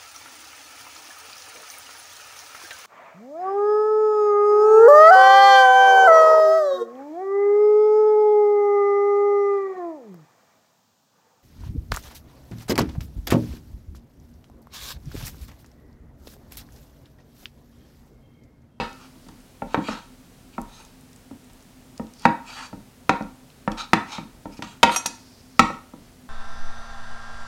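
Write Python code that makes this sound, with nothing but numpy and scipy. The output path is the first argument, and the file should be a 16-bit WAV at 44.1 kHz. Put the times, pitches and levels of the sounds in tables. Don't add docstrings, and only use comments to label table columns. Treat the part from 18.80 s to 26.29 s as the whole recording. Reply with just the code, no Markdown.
import sys
import numpy as np
from scipy import signal
from scipy.fft import rfft, irfft
from scipy.io import wavfile

SR = 44100
rng = np.random.default_rng(int(sys.argv[2]) if len(sys.argv) > 2 else 0)


def put_to_file(sound):
    columns = np.atleast_2d(sound).T
    safe = np.clip(columns, -1, 1)
    whole_steps = np.round(safe * 32767)
    wavfile.write(sys.argv[1], SR, whole_steps.astype(np.int16))


N = 330288
LEAD = 2048
SWAY_HZ = 33.3

# pitch in Hz, level in dB, t60 in s.
BLADE_MODES = [(2519, -4, .12), (3278, -12, .12), (4180, -14, .15), (5030, -14, .1), (5722, -2, .2),
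               (6374, 0, .2), (7100, -14, .3), (7400, -14, .2), (8516, -4, .14), (8786, -14, .15),
               (10080, -5, .12), (10470, -12, .12), (10800, -14, .15), (11580, -11, .12), (12270, -14, .1),
               (13040, -16, .1), (14500, -16, .08)]


def undb(db):
    return 10 ** (np.asarray(db) / 20)


def band(x, hz, width_hz):
    return signal.lfilter(*signal.iirpeak(hz, hz / width_hz, fs=SR), x)


def steep_band(x, hz, width_hz):
    return band(band(x, hz, width_hz), hz, width_hz)


def level(x, db):
    return x * undb(db) / np.sqrt(np.mean(x ** 2))


def fade(t60_s, count):
    return np.exp(-np.log(1000) * np.arange(count) / SR / t60_s)


def walk(rate_hz, size):
    aims = rng.standard_normal(size=2000)
    return np.sqrt(1.5) * np.interp(np.arange(size) * rate_hz / SR, np.arange(len(aims)), aims)


def burst(hz, width_hz, t60_s, count=2048):
    y = steep_band(rng.standard_normal(count) * fade(t60_s, count), hz, width_hz)
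    return y / np.abs(y).max()


def ring(modes, scatter_db, detune, contact_ms, spot_hz, focus_db_per_octave, count=22050):
    t = np.arange(count) / SR
    y = np.zeros(count)
    for hz, db, t60_s in modes:
        sign_draw, level_draw, pitch_draw = rng.standard_normal(3)
        octaves_off = abs(np.log2(hz / spot_hz))
        share = undb(db + scatter_db * level_draw - focus_db_per_octave * octaves_off)
        sign = np.sign(sign_draw - .4)
        tone = np.sin(2 * np.pi * hz * (1 + detune * pitch_draw) * t)
        y += sign * share * tone * fade(t60_s, count)
    pole = np.exp(-2000 * np.pi / (SR * max(contact_ms, .01)))
    y = signal.lfilter([1], [1, -2 * pole, pole ** 2], y)
    return y / np.abs(y).max()


def add(track, s, x):
    i = int(s * SR) + LEAD
    track[i:i + len(x)] += x[:len(track) - i]


def background():
    # frequency in Hz, relative density in dB.
    air_curve = np.array([(29, -47), (50, -9.5), (119, -6.5), (223, -10), (258, 2), (284, -15.5),
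                          (337, -14), (545, -18), (678, -19), (1120, -24), (2060, -26.5), (9410, -31.5),
                          (16000, -37)])
    # pitch in Hz, width in Hz, rms level in dB.
    hum_bands = [(136, 0.5, -75.5), (251.3, 2.7, -74)]
    air_db, sway_rest_db = -50.5, -60.5
    hz = np.maximum(np.arange(N // 2 + 1) * SR / N, 1)
    shape = undb(np.interp(np.log(hz), np.log(air_curve[:, 0]), air_curve[:, 1]))
    air = level(irfft(rfft(rng.standard_normal(N)) * shape, N), air_db)
    hum = sum(level(band(rng.standard_normal(N), f, width_hz), db) for f, width_hz, db in hum_bands)
    sway = steep_band(rng.standard_normal(N), SWAY_HZ, 14) * undb(2.7 * walk(3.4, N))
    return air + hum + level(sway, sway_rest_db)


def diffuse(count=30000):
    # band in Hz, level in dB, t60 in s.
    tail_bands = [(136.6, -2.5, 0.091), (231.6, 0, 0.31), (440, -3.5, 0.32), (1050, -7, 0.4),
                  (1850, -6, 0.35), (4010, -7.5, 0.37), (7860, -11.5, 0.41), (13000, -38.5, 0.033)]
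    build = 1 - fade(0.031, count)
    tail = np.zeros(count)
    for hz, db, t60_s in tail_bands:
        noise = steep_band(rng.standard_normal(count), hz, 0.82 * hz)
        part = noise * fade(t60_s, count) * build
        tail += undb(db) * part * np.sqrt(hz / SR / np.sum(part ** 2))
    return tail


def kitchen(x):
    turns_per_s, far_wall_s, far_wall_db = .6, .043, -8.5
    turn = 2 * np.pi * turns_per_s * np.arange(len(x)) / SR
    wet = sum(signal.fftconvolve(x * share, diffuse())[:len(x)] for share in (np.cos(turn), np.sin(turn)))
    slap = band(np.roll(x, int(far_wall_s * SR)), 170, 190)
    return x + wet + undb(far_wall_db) * slap


def rustle():
    # loudest moment in s, half length in s, level in dB.
    swells = [(.3, 0.49, -68), (2.0, 0.17, -70), (3.402, 0.076, -56), (6.503, 0.42, -60.5), (7.27, .1, -65)]
    t = (np.arange(N + LEAD) - LEAD) / SR
    swell = sum(undb(db) * np.clip(1 - ((t - s) / half_s) ** 2, 0, 1) for s, half_s, db in swells)
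    grain = rng.standard_normal(len(t)) * undb(2.5 * walk(40, len(t)))
    return swell * level(steep_band(grain, 5000, 2000), 0)


def wet_ticks():
    # start in s, peak level in dB, pitch in Hz.
    snaps = [(.13, -39, 5000), (0.239, -46, 4200), (.486, -38, 5200), (.603, -46, 7000),
             (1.8157, -33.5, 8700), (2.0494, -38, 6080), (2.21, -44.5, 10500), (2.3306, -42, 5940),
             (2.361, -40.5, 6950), (2.6449, -44, 7570), (2.7332, -44, 9200), (2.8065, -44.5, 4710),
             (2.825, -44, 7790), (3.1783, -31.5, 5150), (3.2687, -42, 4460), (3.3365, -40, 5640),
             (3.3954, -34.5, 6100), (3.4207, -37.5, 5870), (4.4238, -37, 4400), (4.702, -42.5, 3540),
             (4.918, -29.5, 3600)]
    out = np.zeros(N + LEAD)
    for s, db, hz in snaps:
        add(out, s, undb(db) * burst(hz, 0.9 * hz, 0.011))
    return out


def scrapes():
    # full pressure at s, rise in s, hold in s, fall in s, level in dB, steel over board in dB.
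    drags = [(0.204, 0.11, 0.058, .06, -54, -20), (.935, 0.07, .008, .005, -47, 1),
             (1.078, 0.093, .02, 0.14, -36, 0), (1.738, 0.017, .012, .03, -52.5, -2),
             (1.954, 0.17, .06, .09, -51, 8.5), (3.441, 0.048, .008, .005, -44.5, -5),
             (3.681, 0.047, .18, 0.028, -40, 4), (4.919, 0.012, .006, 0.024, -44, -10.5),
             (4.979, 0.012, .03, 0.05, -32.5, -23), (5.325, 0.062, .03, 0.066, -35.5, -5.5),
             (5.724, .03, .012, .04, -53.5, 11), (5.77, .006, 0.013, 0.026, -50, -14),
             (5.835, .006, .012, 0.025, -42, -10.5), (5.871, .04, .06, 0.053, -47, -13),
             (6.12, 0.021, 0.032, 0.0063, -30.5, 18), (7.223, 0.037, .07, 0.044, -64.5, -5)]
    # pitch in Hz, width in Hz, level in dB.
    rubbed = [(962, 230, 1.5), (1270, 300, 1.5), (1750, 640, -3.5), (2385, 260, -2), (2670, 510, -4),
              (3235, 120, -5.5), (3730, 450, -2), (4600, 140, -5), (5230, 540, -4), (6200, 330, -6.5),
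              (7430, 230, -12), (8550, 420, -15.5), (9200, 1200, -28.5)]
    swell_db = 20
    biggest_slip_db = 18
    size = N + LEAD
    t = (np.arange(size) - LEAD) / SR
    slip_db = np.minimum(3 * rng.exponential(size=size), biggest_slip_db)
    slips = level(rng.standard_normal(size) * undb(slip_db + walk(80, size)), 0)
    board, steel = np.zeros(size), np.zeros(size)
    for s, rise_s, hold_s, fall_s, db, steel_db in drags:
        away = np.maximum(np.maximum((s - t) / rise_s, (t - s - hold_s) / fall_s), 0)
        pressure = undb(db - swell_db * away) * np.clip(2 - away, 0, 1)
        board += pressure
        steel += pressure * undb(steel_db)
    rub, sing = 0, 0
    for hz, width_hz, db in rubbed:
        swell = undb(db + 3 * walk(18, size))
        tone = band(band(slips * board, hz, 3 * width_hz), hz, width_hz)
        rub += swell * tone * np.sqrt(SR / width_hz)
    for hz, db, t60_s in BLADE_MODES:
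        swell = undb(db + 2 * walk(9, size))
        sing += swell * band(slips * steel, hz, 1.6 / t60_s) * np.sqrt(SR * t60_s)
    return undb(-10.5) * rub + undb(-33.5) * sing


def blade():
    # start in s, ring peak in dB, tick over ring in dB, favoured pitch in Hz, t60 over free t60.
    taps = [(6.1608, -11, -12, 6370, 0.76), (6.2592, -16.5, 6, 8500, 0.56)]
    retouch_damp_db = 9
    out = np.zeros(N + LEAD)
    for s, db, tick_db, spot_hz, freedom in taps:
        modes = [(hz, mode_db, t60_s * freedom) for hz, mode_db, t60_s in BLADE_MODES]
        steel = ring(modes, 0.93, 0, 0.11, spot_hz, 0.83)
        tick = undb(tick_db) * burst(5100, 8000, 0.035, count=22050)
        out[int(s * SR) + LEAD:] *= undb(-retouch_damp_db)
        add(out, s + 0.001013, undb(db) * (steel + tick))
    return out


def knocks():
    # start in s, peak levels of knock, thud, crack and sway in dB ahead of the filters,
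    # contact in ms, knock pitch in Hz, thud pitch in Hz.
    strokes = [(-.022, 2.5, -16.5, -11.5, -40, 0.076, 960, 165),
               (0.354, -56, -44, -56, -70, 0.31, 466, 253), (.464, -44, -40, -51, -53, 0.55, 468, 205),
               (0.487, -37.5, -36.5, -44.5, -70, .35, 960, 264), (.82, -18, -23.5, -60, -41, 1, 790, 210),
               (.944, -3, -19, -50, -54, 0.36, 895, 334), (.975, -16, -14.5, -56, -60, 0.52, 940, 266),
               (1.085, -15, -22, -37, -43, 0.59, 800, 210), (1.78, -17.5, -23.5, -57, -40, 0.86, 780, 207),
               (2.51, -34.5, -31, -51, -56, 1, 484, 280), (2.697, -43.5, -53, -44.5, -67, 0.32, 942, 258),
               (3.196, -20.5, -23, -53.5, -49, 1, 791, 205), (3.4525, 3, -11, -18, -54.5, 0.31, 880, 239),
               (3.929, -25.5, -28.5, -64.5, -47.5, 1, 775, 205),
               (4.293, -0.5, -13, -15, -45, .34, 980, 223), (4.407, -20.5, -22, -55, -42.5, 1, 790, 199),
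               (4.876, -10.5, -16, -40.5, -35.5, 0.37, 784, 207),
               (5.1322, 4, -7.5, -11, -51.5, .32, 1364, 223), (5.382, -22.5, -24, -50, -50, 0.43, 800, 207),
               (5.655, -25.5, -25, -48, -50.5, 1, 734, 242),
               (5.79, -34, -25.5, -45.5, -53.5, .95, 754, 256),
               (5.822, -22, -29, -24.5, -56, 0.18, 911, 210), (6.03, 3, -35.5, -2, -49, .17, 822, 350),
               (6.033, 0, -15, -11.5, -60, 0.25, 1350, 198), (6.093, -10, -26, -32, -62, 0.23, 940, 256),
               (6.16, -14, -47, -18, -60, 0.29, 1350, 288), (6.257, -18, -30, -20, -55, 0.29, 950, 291),
               (6.793, 4, -8.5, -3, -37, 0.39, 1300, 186), (6.901, -22, -27, -57, -60, 1, 1350, 237),
               (7.135, -34, -32, -62, -56, 1, 545, 245)]
    # pitch in Hz, level in dB, t60 in s.
    board_modes = [(505, -6.5, 0.041), (576, -8.5, 0.03), (676, -5.5, 0.027), (793.3, -8, 0.12),
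                   (904, -22, 0.34), (929, 1, 0.062), (1056, -1, 0.0091), (1342.4, -0.5, 0.046),
                   (1390, -27, 0.46), (1448, -1, 0.015), (1804, -4.5, 0.034), (2012, -1.5, 0.0184),
                   (2263, 1, 0.018), (2585, 2, 0.02), (2810, -14, .025), (3030, -13, 0.014),
                   (3634, -8, 0.024), (3980, -15, 0.023)]
    counter_modes = [(81, -2, 0.18), (118, -4, 0.048), (168.3, -9, 0.12), (214, 5.5, 0.068),
                     (279.7, 5, 0.061), (325, -4, 0.18), (407, -13, 0.018)]
    sway_rise_s, sway_t60_s = .04, 0.41
    board, rest, sway = np.zeros(N + LEAD), np.zeros(N + LEAD), np.zeros(N + LEAD)
    t = np.arange(SR // 2) / SR
    swing = np.sin(2 * np.pi * SWAY_HZ * t) * fade(sway_t60_s, len(t)) * np.minimum(t / sway_rise_s, 1)
    for s, knock_db, thud_db, crack_db, sway_db, contact_ms, knock_hz, thud_hz in strokes:
        add(board, s + .0007, undb(knock_db) * ring(board_modes, 1.7, .02, contact_ms, knock_hz, 5.6))
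        slap_hz = min(450 / contact_ms, 2500)
        add(board, s + 0.00099, undb(knock_db - 11.5) * burst(slap_hz, 0.7 * slap_hz, 0.038, count=4096))
        thud = ring(counter_modes, 1.2, 0.014, 2.1, thud_hz, 9.6, count=8192)
        add(rest, s + 0.0015, undb(thud_db) * thud)
        add(rest, s + 0.00076, undb(crack_db) * burst(3140, 3500, 0.036))
        add(sway, s, undb(sway_db) * swing / swing.max())
    board += 0.2 * np.roll(board, int(0.001654 * SR))
    board = signal.sosfilt(signal.butter(2, 250, "high", fs=SR, output="sos"), board)
    rest = signal.sosfilt(signal.butter(2, 70, "high", fs=SR, output="sos"), rest)
    return board + rest + sway


def scene():
    on_board = rustle() + wet_ticks() + scrapes() + blade() + knocks()
    return (kitchen(on_board)[LEAD:] + background())[None]


def record(dry):
    clipped = np.clip(dry, -1, 1)
    return signal.sosfilt(signal.ellip(10, .2, 60, 16200, fs=SR, output="sos"), clipped)


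dry = scene()
out = record(dry)
put_to_file(out)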